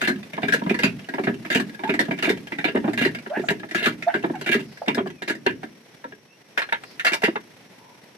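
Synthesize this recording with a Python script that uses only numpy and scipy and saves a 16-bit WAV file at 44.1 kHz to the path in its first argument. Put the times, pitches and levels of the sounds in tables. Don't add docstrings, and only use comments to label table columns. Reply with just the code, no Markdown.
import sys
import numpy as np
from scipy import signal
from scipy.fft import rfft, irfft, next_fast_len
from scipy.io import wavfile
from scipy.ndimage import uniform_filter1d, map_coordinates

SR = 44100
rng = np.random.default_rng(int(sys.argv[2]) if len(sys.argv) > 2 else 0)


def store_pcm(level_fs):
    pcm = np.round(np.clip(level_fs, -1, 1) * 32767).astype(np.int16)
    wavfile.write(sys.argv[1], SR, np.atleast_2d(pcm).T)


N = 360297
SIZE, LEAD = 12288, 256
T, HZ = np.arange(SIZE) / SR, np.fft.rfftfreq(SIZE, 1 / SR)
PUMPING_ENDS_S, FREED_S = 5.6, 6.2

# (frequency [Hz], relative level [dB])
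HUSH_COLOUR = [(50, -29), (130, -3), (450, -8), (900, -15.5), (1200, -19.5), (2000, -14.5), (3000, -20),
               (5000, -24.5), (7500, -32.5), (12400, -32), (15000, -54)]
# (time [s], level [dB])
HUSH_LEVELS = [(0, -47), (4.8, -48.5), (5.1, -52.5), (6.0, -51), (6.2, -57), (6.5, -52.5), (6.9, -48),
               (8.1, -51)]
# (time [s], level [dB])
TRAFFIC_LEVELS = [(7.6, -80), (7.85, -53), (8.17, -68)]
# (time [s], length [s], first pitch [Hz], last pitch [Hz], level [dB])
BIRD_WHISTLES = [(5.124, 0.17, 2680, 2080, -58), (6.272, 0.11, 2560, 2820, -59)]
# (time [s], length [s], level [dB], centre frequency [Hz])
CLOTH_RUSTLES = [(3.426, 0.095, -51, 6900), (4.58, 0.38, -57.5, 4760), (6.82, .16, -52.5, 4720)]
# (frequency [Hz], fade time [s])
WALL_FADES = [(150, 1), (300, 0.34), (800, 0.082), (2000, 0.15), (10000, 0.084)]
# (time [s], length [s], first pitch [Hz], last pitch [Hz], level [dB], overtones [dB])
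PIVOT_SQUEAKS = [(1.818, 0.096, 773, 995, -29, -28), (2.814, 0.12, 896, 705, -34, -6),
                 (3.293, 0.061, 489, 834, -24, -20), (3.325, 0.076, 777, 917, -33.5, 5),
                 (3.433, 0.02, 633, 710, -27, -16), (4.063, 0.035, 634, 729, -15, -28),
                 (4.076, 0.049, 815, 922, -33.5, 4), (4.33, 0.045, 942, 687, -27, -13),
                 (4.816, 0.0086, 555, 765, -20, -22)]
# (pitch [Hz], relative level [dB], starting fade time [s])
TIMBER_MODES = [(124.1, -14.5, 1), (156.7, -7.5, 1), (201.3, -4, 0.26), (235.4, 9.5, 0.18),
                (282.2, 5, 0.27), (379, 12.5, 0.14)]
# (time [s], relative level [dB], pitch [Hz])
FRAME_THUDS = [(0.377, -36.5, 295), (0.619, -26, 228), (0.663, -25.5, 198), (0.705, -22, 358),
               (1.193, -26.5, 356), (1.269, -26, 314), (1.288, -27, 201), (1.89, -24, 246),
               (2.084, -27, 193), (2.275, -21.5, 254), (2.748, -22.5, 378), (2.772, -24.5, 239),
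               (2.843, -22.5, 240), (2.878, -20, 304), (3.012, -22.5, 238), (3.367, -25, 385),
               (3.392, -27.5, 387), (3.506, -24.5, 398), (4.16, -31, 390), (4.238, -22.5, 338),
               (4.299, -26, 326), (4.49, -25, 370), (4.876, -24.5, 286), (4.972, -26, 401),
               (5.002, -28, 374), (5.06, -31.5, 376), (5.463, -19, 386), (7.114, -33.5, 340),
               (7.233, -21, 422), (7.279, -21, 328), (7.358, -36.5, 415)]
# (frequency [Hz], relative level [dB])
RING_COLOUR = [(80, -35), (300, -4.5), (600, -16), (1120, -12.5), (1700, 7), (2300, 2), (3200, -5),
               (5000, -20), (7500, -24.5), (12800, -28.5), (14500, -52)]
# (frequency [Hz], left minus right [dB])
RING_BALANCE = [(500, 1.5), (850, -6), (1400, 7), (2400, -8), (4500, 13.5), (6500, 1.5), (10000, 6)]
# (frequency [Hz], lag [radians])
LEFT_LAG = [(300, 1.5), (700, 0.56), (950, 2.43), (2000, 1.67)]
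# (pitch [Hz], width [Hz], level above the dense ring [dB])
STEEL_MODES = [(661, 93, 18.5), (944.5, 38, 17.5), (1390, 130, 0), (1650, 64, 11), (2047, 59, 7),
               (2323, 35, 8.5), (2776, 138, 11), (3212, 24, 10.5), (3604, 140, 11.5), (4040, 33, 6.5),
               (6630, 26, 12), (9160, 36, -20)]
# (frequency [Hz], gain [dB])
FREED_COLOUR = [(200, -14), (500, 0), (1150, 4), (1800, -1), (2800, 0)]
# (time [s], relative level [dB], pitch [Hz], fade time [s])
STEEL_SNAPS = [(3.489, -14.5, 1750, 0.043), (4.884, -20, 3591, 0.053), (4.947, -28, 5100, 0.038),
               (5.466, -21, 4300, 0.02), (6.618, -34, 4161, 0.14), (6.728, -14.5, 900, 0.068),
               (7.066, -18.5, 2735, 0.22)]
# (meets [s], seats [s], meeting [dB], rattle [dB], seating [dB], thud [dB], thud pitch [Hz])
PIN_CLIMBS = [(0.015, 0.076, -25, -25.5, -20, -22.5, 244), (0.789, 0.834, -27, -32, -17.5, -21.5, 184),
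              (1.502, 1.548, -25, -24.5, -19, -22, 220), (2.225, 2.293, -24.5, -27.5, -22.5, -21.5, 412),
              (2.976, 3.05, -30.5, -20.5, -21.5, -25.5, 364), (3.747, 3.859, -23, -25, -19.5, -22.5, 298),
              (4.462, 4.542, -27, -21, -24, -19, 392), (5.278, 5.298, -30.5, -23, -24, -49, 380)]
# (time [s], level [dB], hollow body [dB], bright edge [dB], pitch of the struck part [Hz])
RACK_BLOWS = [(0.334, -34.5, -5, -18, 2120), (0.378, -38, 9.5, -32, 755), (0.431, -26, 1, -23.5, 2370),
              (0.483, -23.5, -10.5, -19, 1520), (0.523, -17, -17, -17.5, 1580), (0.537, -25, -4, -9, 1500),
              (0.666, -40, 4, -28, 2090), (0.695, -24, -15, -20.5, 2450), (0.743, -29, -7, -17.5, 1890),
              (1.088, -33.5, -3.5, -17, 1870), (1.138, -32, 1, -19.5, 2000), (1.183, -36, 8.5, -38, 730),
              (1.237, -32.5, -4.5, -16, 2150), (1.271, -26, 3, -38, 1650), (1.45, -37, -2, -18, 1750),
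              (1.599, -30, -1.5, -8.5, 1650), (1.793, -41.5, 1, -32, 2000), (1.836, -32, 3.5, -22, 780),
              (1.894, -24.0, -5.5, -24, 2300), (1.939, -28.5, -3, -16, 1900), (1.992, -20, -5.5, -13, 1850),
              (2.006, -42, 12.5, 4, 1710), (2.11, -28, 1.5, -24, 2120), (2.188, -33.5, -8, -15.5, 2720),
              (2.247, -23.5, -8, -19, 2340), (2.521, -28.5, -7, -24.5, 2120), (2.586, -28.5, -6, -23, 1770),
              (2.643, -21, -4, -19, 2440), (2.68, -26.5, -5, -26, 2760), (2.758, -31, 5.5, -41, 1790),
              (2.933, -34, -2, -12, 1800), (3.148, -34, -6, -13.5, 2220), (3.262, -41, 0.5, -33, 1820),
              (3.486, -21.5, -11.5, -23, 1800), (3.504, -40, 11, 1.5, 1570), (3.633, -40.5, 4.5, -37, 1650),
              (3.711, -33.5, -8.5, -14, 1750), (3.819, -36, 0, -24, 1740), (4.024, -31, -13, -16, 2020),
              (4.141, -24, -3, -26, 1570), (4.242, -34, 6.5, -30, 860), (4.412, -37, -2.5, -7, 2930),
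              (4.881, -24, -2, -23, 2280), (4.947, -29, -11, -12, 1620), (4.98, -30.5, 5.5, -32, 910),
              (5.064, -58.5, 20, -6, 940), (5.221, -33.5, -3, -11.5, 1720), (5.282, -35.5, -11, -4, 1670),
              (5.464, -21, -12, -27, 1670), (5.632, -38, 3, -18, 1700), (6.042, -42, 2.5, -21, 1680),
              (6.122, -45.5, -3, -33, 1680), (6.576, -20, -8, -17.5, 1740), (6.619, -27, -9.5, -19, 1360),
              (6.69, -37, -8, -27, 1600), (6.724, -21.5, -7.5, -30, 1340), (6.836, -41.5, -3.5, -12, 2320),
              (6.996, -27, -26, -17.5, 1830), (7.048, -18, -8.5, -13.5, 1730),
              (7.067, -17.5, -12, -12.5, 2040), (7.12, -27.5, -22, -15, 2250), (7.133, -21.5, -6, -8, 2360),
              (7.22, -34, -0.5, -11, 2100), (7.237, -16, -14, -17.5, 1950), (7.357, -31, 2.5, -26, 960)]


def amp(db):
    return 10 ** (np.asarray(db) / 20)


def unit(x):
    return x / np.sqrt(np.mean(x ** 2) + 1e-20)


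def along(points, hz):
    f, v = np.transpose(points)
    return np.interp(np.log(hz + 1), np.log(f + 1), v)


def filtered(x, response):
    m = next_fast_len(N + SR // 2)
    return irfft(rfft(x, m) * response(np.fft.rfftfreq(m, 1 / SR)), m)[..., :N]


def add(track, s, sound):
    start = max(round(s * SR), 0)
    part = (sound * np.minimum(1, 2 * T[::-1] / T[-1]))[..., :N - start]
    track[:, start:start + part.shape[-1]] += part


def wobble(rate):
    points = rng.standard_normal(int(N * rate / SR) + 4)
    return map_coordinates(points, [np.arange(N) * rate / SR])


def jitter(shape, samples):
    return unit(uniform_filter1d(rng.standard_normal(shape), size=samples))


def noise_band(centre_hz, width_hz):
    noise = rng.standard_normal((2, N))
    return unit(filtered(noise, lambda hz: np.exp(-((hz - centre_hz) / width_hz) ** 2)))


def resonance(hz, width):
    return 1j * HZ * width / (hz * hz - HZ ** 2 + 1j * HZ * width)


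def hush(waver_db=2.0):
    mid, side = filtered(rng.standard_normal((2, N)), lambda hz: amp(along(HUSH_COLOUR, hz)))
    side = filtered(side, lambda hz: hz / (hz + 500))
    level = np.interp(np.arange(N) / SR, *np.transpose(HUSH_LEVELS)) + waver_db * wobble(rate=98)
    return amp(level) * unit(np.array([mid + side, mid - side]))


def insects():
    return amp(-65.5) * noise_band(centre_hz=5680, width_hz=250)


def traffic():
    level = np.interp(np.arange(N) / SR, *np.transpose(TRAFFIC_LEVELS))
    return amp(level) * noise_band(centre_hz=950, width_hz=130)


def bird(flutter_db=8.0):
    track = np.zeros((2, N))
    for s, length, first, last, db in BIRD_WHISTLES:
        progress = np.clip(T / length, 0, 1)
        flutter = np.array([wobble(rate=220)[:SIZE] for side in range(2)])
        pitch = first + (last - first) * progress
        tone = np.sin(np.pi * progress) * np.sin(2 * np.pi * np.cumsum(pitch) / SR)
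        add(track, s, amp(db + flutter_db * flutter) * tone)
    return track


def rustles(octaves=0.27):
    track = np.zeros((2, N))
    for s, length, db, centre in CLOTH_RUSTLES:
        progress = np.clip((np.arange(N) / SR - s) / length, 0, 1)
        noise = rng.standard_normal((2, N))
        hiss = unit(filtered(noise, lambda hz: np.exp(-(np.log2((hz + 1) / centre) / octaves) ** 2)))
        track += np.sin(np.pi * progress) * amp(db) * hiss
    return track


def with_echo(sound, echo_db):
    hz, t, noise = signal.stft(rng.standard_normal((2, SIZE)), SR, nperseg=256)
    fade = amp(-60 * t / along(WALL_FADES, hz)[:, None])
    tail = signal.istft(noise * fade, nperseg=256)[1] * (1 - np.exp(-T / 0.0015))
    echo = signal.fftconvolve(np.atleast_2d(sound), tail / np.linalg.norm(tail[0]), axes=1)
    return sound + amp(echo_db) * echo[:, :SIZE]


def squeaks(waver=0.032, rasp=0.51):
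    track = np.zeros((2, N))
    for s, length, first, last, db, overtone_db in PIVOT_SQUEAKS:
        progress = np.clip(T / length, 0, 1)
        grip, slip = unit(uniform_filter1d(jitter((2, SIZE), 110), size=40))
        pitch = (first + (last - first) * progress) * (1 + waver * grip)
        phase = 2 * np.pi * np.cumsum(pitch) / SR
        uneven = phase + rasp * slip
        overtones = amp(overtone_db + 2 * slip) * (np.sin(2 * uneven) + 0.23 * np.sin(3 * uneven))
        swell = amp(db + grip) * np.sin(np.pi * progress) ** 2
        add(track, s, with_echo(swell * (np.sin(phase) + overtones), echo_db=-2.0))
    return track * amp([[-1.5], [1.5]])


def timber_ring(s, damping_per_s=0.08, scatter_db=3, beat_db=5):
    hz, level, t60 = np.transpose(TIMBER_MODES)[:, :, None]
    size, phase, detune = rng.standard_normal((3, len(TIMBER_MODES), 1))
    fade = amp(level + scatter_db * size - 60 * T / t60 * (1 + damping_per_s * s))
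    modes = fade * np.sin(2 * np.pi * (hz * (1 + 0.048 * detune) * T + phase))
    modes *= amp(beat_db * jitter(modes.shape, 900) - beat_db)
    return modes.sum(0) * (1 - np.exp(-T / 0.0054))


def nudges(hits, freed_db):
    rows = []
    for s, db, body_db, *_ in hits:
        level = min(db, db + body_db, -26) + 1 + freed_db * (s > FREED_S)
        pitch = (239 + 22 * s) * np.exp(0.24 * rng.standard_normal())
        rows.append((s + 0.0013, level, pitch))
    return rows


def thuds(hits, rise_s=0.0065, seat_lag_s=0.00418, give_s=0.00263, ring_db=-14, freed_db=-15):
    track = np.zeros((2, N))
    seatings = [(seats + seat_lag_s, db, hz) for _, seats, *_, db, hz in PIN_CLIMBS]
    swell = (T / rise_s * np.exp(1 - T / rise_s)) ** 2
    sag = 1.1 - 0.1 * (1 - np.exp(-T / 0.0037))
    middle_hz = np.median([hz for hz, *_ in TIMBER_MODES])
    heave = 0.5 * np.sin(2 * np.pi * middle_hz * T) + 0.0069
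    for s, db, pitch in np.vstack([FRAME_THUDS, seatings, nudges(hits, freed_db)]):
        loose_db = freed_db * (s > FREED_S)
        push = swell * (np.sin(2 * np.pi * np.cumsum(pitch * sag) / SR) + heave)
        blow = push + amp(ring_db + loose_db) * timber_ring(s)
        add(track, s + give_s, amp(db + 7) * with_echo(blow, echo_db=-9.5 + loose_db / 2))
    middle = track.mean(0)
    return (middle + 0.16 * (track - middle)) * amp([[-0.4], [0.4]])


def dense_ring(hz):
    sides = np.array([[1], [-1]])
    gain = amp(along(RING_COLOUR, hz) + sides * along(RING_BALANCE, hz) / 2)
    return gain * np.exp(-1j * sides * along(LEFT_LAG, hz) / 2)


def rubbed_steel(force, scatter_hz=1300):
    drive = rfft(rng.standard_normal((3, SIZE)) * force)
    scatter = np.arctan((HZ / scatter_hz) ** 2) * 0.54
    return (np.cos(scatter) * drive[0] + np.sin(scatter) * drive[1:]) * dense_ring(HZ)


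def scraping(hits, scrape_db=-17, slide_s=0.0084, grit_db=4):
    t = np.arange(0, N / SR, 0.005)
    s, db = np.transpose(hits)[:2, :, None]
    since = np.maximum(t - s, 0) / slide_s
    effort = np.linalg.norm(amp(db + scrape_db) * (s < FREED_S) * since * np.exp(1 - since), axis=0)
    grit = unit(amp(grit_db * jitter(N, 120)))
    rub = unit(filtered(grit * rng.standard_normal((2, N)), dense_ring))
    return np.interp(np.arange(N) / SR, t, effort) * rub


def rattles(taps_per_s=300, tap_s=0.0026, spread_db=4.5, build_db=5, bright_hz=4200):
    track = np.zeros((2, N))
    steel = 1 + sum(amp(db) * resonance(hz, width) for hz, width, db in STEEL_MODES)
    for meets, seats, _, rattle_db, *_ in PIN_CLIMBS:
        progress = T / (seats - meets)
        taps = (rng.random(SIZE) < taps_per_s / SR) * amp(spread_db * rng.standard_normal(SIZE))
        force = np.sqrt(signal.lfilter([1], [1, -np.exp(-1 / (tap_s * SR))], taps ** 2))
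        rasp = unit(irfft(rubbed_steel(force) * steel * np.hypot(1, HZ / bright_hz)))
        swell = amp(rattle_db + build_db * (np.minimum(progress, 1) - 1))
        stop = np.clip(1 - 10 * (progress - 1), 0, 1)
        add(track, meets, with_echo(swell * stop * rasp, echo_db=-4.0))
    return track


def snaps(crack_db=-3, crack_t60=0.0047):
    track = np.zeros((2, N))
    t = np.maximum(T - LEAD / SR, 0)
    sides = dense_ring(HZ) / np.abs(dense_ring(HZ)).mean(0)
    for s, db, hz, t60 in STEEL_SNAPS:
        noise = unit(irfft(rfft(rng.standard_normal(SIZE)) * resonance(hz, hz / 2)))
        crack = noise * amp(crack_db - 60 * t / crack_t60)
        ping = np.sin(2 * np.pi * hz * t) * amp(-60 * t / t60)
        snap = amp(db) * irfft(rfft((crack + ping) * (t > 0)) * sides)
        add(track, s - LEAD / SR, with_echo(snap, echo_db=-16))
    return track


def ticks(count=56, body_db=-6, edge_db=-13):
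    when, size, pitch = rng.random((3, count))
    s = (np.arange(count) + when) / count * PUMPING_ENDS_S
    db = -48 + 8 * size
    return np.transpose([s, db, np.full(count, body_db), np.full(count, edge_db), 1600 * 2 ** pitch])


def contacts(body_db=-7, edge_db=-13.5, part_hz=1734, knock_hz=588):
    knocks = [(s, db - 18, 13, -44, knock_hz) for s, db, _ in FRAME_THUDS]
    pin = []
    for meets, seats, meet_db, _, seat_db, *_ in PIN_CLIMBS:
        pin += [(meets, meet_db), (seats, seat_db)]
    edges = edge_db + 1.5 * rng.standard_normal(len(pin))
    pitches = part_hz * np.exp(0.38 * rng.standard_normal(len(pin)))
    pin_blows = np.column_stack([pin, np.full(len(pin), body_db), edges, pitches])
    return np.vstack([RACK_BLOWS, knocks, pin_blows])


def contact_force(db, usual_db=-30.5, usual_t60=0.071, doubling_db=16.5, strike=0.64, rough_db=0.8):
    t = T - LEAD / SR
    t60 = usual_t60 * 2 ** ((db - usual_db) / doubling_db)
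    first = np.exp(-np.abs(t) / 0.005)
    taps = amp(rough_db * (1.5 - first) * jitter(SIZE, 70))
    fade = amp(-60 * np.maximum(t - 0.11 * t60, 0) / t60)
    return (t >= 0) * (strike * first + taps * fade)


def clanks(hits, hollow_hz=941, ping_hz=4913, vary=0.62, held_db=-7, away_db=-6):
    track = np.zeros((2, N))
    high_modes = [(hz, 38, 5) for hz in rng.uniform(4300, 13000, size=30)]
    modes = np.array([amp(db) * resonance(hz, width) for hz, width, db in STEEL_MODES + high_modes])
    under_body, under_edge = 1 / (1 + (HZ / [[1150], [4300]]) ** 10)
    bands = np.array([under_body, under_edge - under_body, 1 - under_edge])
    freed_colour = amp(along(FREED_COLOUR, HZ))
    for s, db, body_db, edge_db, part_hz in np.vstack([hits, ticks()]):
        freed = s > FREED_S
        held = amp(held_db * freed)
        force = contact_force(db)
        hollow, ping = np.exp(0.19 * rng.standard_normal(2)) * [hollow_hz, ping_hz]
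        strengths = np.exp(vary * rng.standard_normal(len(modes)) - vary ** 2)
        steel = 1 + held * (strengths @ modes + amp(12) * resonance(part_hz, width=260))
        steel += amp(9) * (resonance(hollow, width=90) + resonance(ping, width=170))
        spectrum = rubbed_steel(force) * steel * (freed_colour if freed else 1)
        band_strengths = np.linalg.norm(bands * spectrum.mean(0), axis=1)
        colour = (amp([body_db, 0, edge_db]) / band_strengths) @ bands
        clank = amp(db + 64.5) * irfft(spectrum * colour)
        add(track, s - LEAD / SR, with_echo(clank, echo_db=-7.5 + away_db * freed))
    return track


def scene():
    hits = contacts()
    jack = clanks(hits) + snaps() + rattles() + scraping(hits) + thuds(hits) + squeaks()
    return jack + rustles() + hush() + insects() + traffic() + bird()


def record(dry, bass_hz=110, top_hz=15600):
    thin = signal.sosfilt(signal.butter(1, bass_hz, "high", fs=SR, output="sos"), dry)
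    return filtered(thin, lambda hz: hz < top_hz)


dry = scene()
out = record(dry)
store_pcm(out)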